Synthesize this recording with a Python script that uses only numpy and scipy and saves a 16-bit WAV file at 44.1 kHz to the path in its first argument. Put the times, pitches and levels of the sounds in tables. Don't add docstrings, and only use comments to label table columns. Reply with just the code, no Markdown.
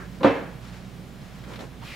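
import sys
import numpy as np
from scipy import signal
from scipy.io import wavfile

SR = 44100
rng = np.random.default_rng(int(sys.argv[2]) if len(sys.argv) > 2 else 0)


def file_out(sig):
    cols = np.atleast_2d(sig).T
    lim = np.clip(cols, -1, 1)
    pcm = np.round(lim * 32767).astype(np.int16)
    wavfile.write(sys.argv[1], SR, pcm)


N = 85995
TIME = np.arange(N) / SR
EDGES_HZ = 22 * 2 ** np.arange(0, 9.7, .4)
CENTRES_HZ = np.sqrt(EDGES_HZ[1:] * EDGES_HZ[:-1])

# frequency_hz, left_minus_right_db
BALANCE = [(100, -8.5), (200, -3.8), (350, -2), (550, -1.5), (1200, -0.6), (2400, -0.5), (12000, -.3)]
# frequency_hz, coherence_ratio
NEAR_COHERENCE = [(100, .99), (600, 0.36), (2000, 0.82), (8000, 1), (13000, .95)]
# frequency_hz, coherence_ratio
FAR_COHERENCE = [(100, 1), (500, 0.65), (1200, 0.57), (7000, 0.68), (13000, 0.96)]

# pitch_hz, level_db
HUM_PARTIALS = [(58, -50), (119, -49), (180, -50.5)]
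# frequency_hz, density_db
AIR_SPECTRUM = [(25, -2), (52, -21), (75, -3), (110, -5), (180, -7.5), (330, -8.5), (650, -11.5),
                (850, -16), (2000, -19.5), (3700, -24.5), (7000, -32.5), (15500, -46)]
# frequency_hz, density_db
RUMBLE_SPECTRUM = [(30, -38), (80, -10), (115, 2.5), (185, 3), (260, -7.5), (400, -41)]
# time_s, level_db
RUMBLE_LEVELS = [(0, -45), (0.1, -41.5), (0.55, -42.5), (0.8, -46.5), (0.95, -42), (1.3, -43),
                 (1.45, -43.5), (1.95, -44)]

# peak_s, half_width_s, level_db
SHUFFLE_STROKES = [(0.01, 0.04, -42.5), (1.506, 0.028, -39), (1.548, 0.02, -42), (1.612, 0.019, -36.5),
                   (1.643, 0.022, -42)]
# frequency_hz, density_db
SHUFFLE_SPECTRUM = [(60, -23), (170, -1), (350, 0), (520, -1), (750, -8), (1500, -12.5), (4000, -25.5),
                    (7000, -28.5), (15000, -47)]
# peak_s, half_width_s, level_db
SWISH_STROKES = [(1.868, 0.032, -44.5), (1.94, 0.047, -43)]
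# frequency_hz, density_db
SWISH_SPECTRUM = [(200, -2), (900, -2), (1500, 3), (2300, 0), (3300, 0), (4700, -4), (7000, -13.5),
                  (15000, -21)]
# start_s, level_db
CREASE_SNAPS = [(1.438, -44), (1.474, -52), (1.511, -47), (1.535, -39.5), (1.557, -39), (1.591, -41),
                (1.607, -41.5)]
# frequency_hz, density_db
CREASE_SPECTRUM = [(400, -5), (1200, 3.5), (2500, -1), (4200, -0.5), (6000, -24), (15000, -25)]
# peak_s, half_width_s, level_db
RUB_STROKES = [(0.15, 0.045, -55.5), (0.645, 0.018, -49.5), (0.684, 0.021, -48.5), (0.755, 0.029, -48.5),
               (0.84, 0.095, -59.5), (1.245, 0.025, -53), (1.37, 0.092, -54)]
# frequency_hz, density_db
COVER_SPECTRUM = [(200, -10), (700, 0.5), (2000, -0.5), (3300, -5.5), (5700, -9), (9000, -20), (15000, -32)]

# frequency_hz, density_db
ROOM_SPECTRUM = [(60, -29), (190, -21), (290, -1), (400, -6), (500, 0), (700, -2.5), (1100, -7.5),
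                 (1600, -6), (2500, -13), (4000, -25.5), (6000, -43), (15000, -58)]
# frequency_hz, t60_s
ROOM_DECAY = [(100, 0.53), (500, 0.58), (2000, 0.64), (8000, 0.34)]
# frequency_hz, density_db
SLAP_SPECTRUM = [(600, -8), (1500, -12), (3300, 10.5), (4500, -2), (5500, -18), (8000, -18), (13000, -33),
                 (16000, -36)]
# frequency_hz, density_db
RATTLE_SPECTRUM = [(50, -34), (110, -18), (250, -4), (550, -5.5), (800, -2), (1100, -5), (1500, -10.5),
                   (2600, -16.5), (4200, -28), (5600, -60), (8000, -54), (15000, -65)]
# pitch_hz, gain_db, t60_s
WOOD_MODES = [(101.4, -32, 0.15), (205.5, -25, 0.11), (266.6, -22.5, 0.24), (287.7, -20.5, 0.19),
              (398, -33, 0.067), (465.8, -30, 0.49), (538.4, -15, .2), (736, -29, 0.071),
              (808.5, -29.5, 0.21), (1041, -21.5, 0.082), (1158, -26, 0.13), (1232, -35, 0.15),
              (1528, -30.5, 0.2), (1773, -38, 0.15), (2144, -38, .4), (2645, -40, 0.5)]
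# start_s, relative_level_db, tilt_db_per_octave
IMPACTS = [(0.205, -26, 1.5), (0.211, -16, -6.5), (0.2319, -7.5, 1.5), (0.2454, 5, -3),
           (0.2544, -5.5, -0.5), (0.2588, -3.5, -7), (0.267, -3.5, -1), (0.275, -11, 2.5),
           (0.304, -12.5, 0.5), (0.356, -13.5, -1.5)]


def from_db(db):
    return 10 ** (np.asarray(db) / 20)


def at_hz(points, hz):
    table_hz, values = np.transpose(points)
    return np.interp(np.log(hz), np.log(table_hz), values)


def unit_rms(x):
    return x / np.sqrt(np.mean(x ** 2) + 1e-20)


def bandpass(x, edges_hz):
    return signal.sosfilt(signal.butter(2, edges_hz, "band", fs=SR, output="sos"), x)


def drift(rate_hz):
    pole = np.exp(-2 * np.pi * rate_hz / SR)
    return unit_rms(signal.lfilter([1], [1, -2 * pole, pole * pole], rng.standard_normal(2 * N))[N:])


def pan(hz):
    return unit_rms(from_db(at_hz(BALANCE, hz) * np.array([[.5], [-.5]])))


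def noise(spectrum, envelope=lambda hz: 1, coherence=FAR_COHERENCE):
    white = rng.standard_normal((2, 2, N + SR // 4))
    gains = from_db(at_hz(spectrum, CENTRES_HZ)) * np.sqrt(np.diff(EDGES_HZ))
    out = 0
    for k, (hz, gain) in enumerate(zip(CENTRES_HZ, gains / np.linalg.norm(gains))):
        mid, side = unit_rms(bandpass(white[k % 2], EDGES_HZ[k:k + 2])[:, -N:])
        alike = at_hz(coherence, hz)
        pair = np.sqrt((1 + alike) / 2) * mid + np.sqrt((1 - alike) / 2) * side * [[1], [-1]]
        out = out + gain * pan(hz) * pair * envelope(hz)
    return out


def impulses(start_s, level_db):
    clicks = np.zeros(N)
    clicks[(start_s * SR).astype(int)] = from_db(level_db)
    return clicks


def impacts(hz):
    start_s, level_db, tilt = np.transpose(IMPACTS)
    octaves = np.log2(np.clip(hz, 300, 4000) / 600)
    return impulses(start_s, level_db + tilt * octaves)


def decay(clicks, attack_s, t60_s):
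    fall = from_db(-120 / (t60_s * SR))
    rise = np.exp(-1 / (attack_s * SR))
    return np.sqrt(signal.lfilter([1 - rise], [1, -rise - fall, rise * fall], clicks ** 2 + 1e-18))


def burst(events, spectrum, attack_s, t60_s):
    envelope = decay(impulses(*np.transpose(events)), attack_s, t60_s)
    return noise(spectrum, lambda hz: envelope)


def ring(clicks, hz, t60_s):
    radius = from_db(-60 / (t60_s * SR))
    angle = 2 * np.pi * hz / SR
    return signal.lfilter([.5, 0, -.5], [1, -2 * radius * np.cos(angle), radius ** 2], clicks + 1e-18)


def swell(strokes):
    return np.sqrt(sum(from_db(db) ** 2 * np.exp(-((TIME - peak_s) / half_width_s) ** 2)
                       for peak_s, half_width_s, db in strokes))


def friction(strokes, spectrum, roughness, slips_per_s=440, slip_s=0.0056):
    slips = (rng.random(N) < slips_per_s / SR) * rng.random(N)
    slip_energy = signal.lfilter([1], [1, -np.exp(-1 / (slip_s * SR))], slips ** 2 + 1e-18)
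    grain = unit_rms(np.sqrt(slip_energy))
    envelope = swell(strokes) * np.sqrt(1 - roughness + roughness * grain ** 2)
    return noise(spectrum, lambda hz: envelope)


def weave(peak_s, half_width_s, level_db, pitch_hz, band_hz):
    hiss = bandpass(noise(COVER_SPECTRUM), [pitch_hz - band_hz / 2, pitch_hz + band_hz / 2])
    return swell([(peak_s, half_width_s, level_db)]) * unit_rms(hiss)


def room_tone(air_db=-46.5):
    rumble_level = from_db(np.interp(TIME, *np.transpose(RUMBLE_LEVELS)))
    return from_db(air_db) * noise(AIR_SPECTRUM) + rumble_level * noise(RUMBLE_SPECTRUM)


def appliance_hum(waver_db=2.5, waver_rad=0.77, waver_hz=1.33):
    hum = 0
    for hz, db in HUM_PARTIALS:
        amplitude = np.sqrt(2) * from_db(db + waver_db * drift(waver_hz))
        phase = 2 * np.pi * hz * TIME + waver_rad * drift(waver_hz)
        hum = hum + pan(hz) * amplitude * np.sin(phase)
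    return hum


def steps():
    scuff = weave(peak_s=1.83, half_width_s=0.01, level_db=-44.5, pitch_hz=1060, band_hz=610)
    return friction(SHUFFLE_STROKES, SHUFFLE_SPECTRUM, roughness=0.33) + scuff


def zing(peak_s=1.935, half_width_s=0.051, level_db=-44, pitch_hz=2320, band_hz=710, sag_hz_per_s=7000):
    hz = pitch_hz - sag_hz_per_s * np.clip(TIME - peak_s, -.1, .1)
    phase = 2 * np.pi * np.cumsum(hz) / SR
    lowpass = signal.butter(2, band_hz / 2, fs=SR, output="sos")
    in_phase, quadrature = signal.sosfilt(lowpass, rng.standard_normal((2, N)))
    hiss = unit_rms(in_phase * np.cos(phase) + quadrature * np.sin(phase))
    return swell([(peak_s, half_width_s, level_db)]) * hiss


def clothing():
    snaps = burst(CREASE_SNAPS, CREASE_SPECTRUM, attack_s=0.00055, t60_s=0.081)
    return snaps + friction(SWISH_STROKES, SWISH_SPECTRUM, roughness=.2) + zing()


def quilted_cover():
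    tug = weave(peak_s=.005, half_width_s=.035, level_db=-43.5, pitch_hz=1530, band_hz=650)
    return tug + friction(RUB_STROKES, COVER_SPECTRUM, roughness=0.43)


def reverberation(gain_db=-27, build_s=0.014):
    field = noise(ROOM_SPECTRUM, lambda hz: decay(impacts(hz), build_s, at_hz(ROOM_DECAY, hz)))
    return from_db(gain_db) * field


def slat_rattle(gain_db=-17, attack_s=0.0018, t60_s=0.12):
    rattle = noise(RATTLE_SPECTRUM, lambda hz: decay(impacts(hz), attack_s, t60_s), NEAR_COHERENCE)
    return from_db(gain_db) * rattle


def latex_slap(start_s=.2312, level_db=-34.5):
    return burst([(start_s, level_db)], SLAP_SPECTRUM, attack_s=0.00045, t60_s=0.21)


def frame_thump(pulse_db=14, pulse_band_hz=(338, 1070), foam_cutoff_hz=3150):
    middle_hz = np.sqrt(np.prod(pulse_band_hz))
    pulse = from_db(pulse_db) * pan(middle_hz) * bandpass(impacts(middle_hz) + 1e-18, pulse_band_hz)
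    modes = sum((-1) ** k * from_db(db) * pan(hz) * ring(impacts(hz), hz, t60_s)
                for k, (hz, db, t60_s) in enumerate(WOOD_MODES))
    foam = signal.butter(4, foam_cutoff_hz, fs=SR, output="sos")
    return signal.sosfilt(foam, pulse + modes)


def scene():
    background = room_tone() + appliance_hum()
    rustling = steps() + clothing() + quilted_cover()
    landing = reverberation() + slat_rattle() + latex_slap() + frame_thump()
    return background + rustling + landing


def record(dry, cutoff_hz=15750):
    return signal.sosfilt(signal.ellip(12, .1, 90, cutoff_hz, fs=SR, output="sos"), dry)


dry = scene()
out = record(dry)
file_out(out)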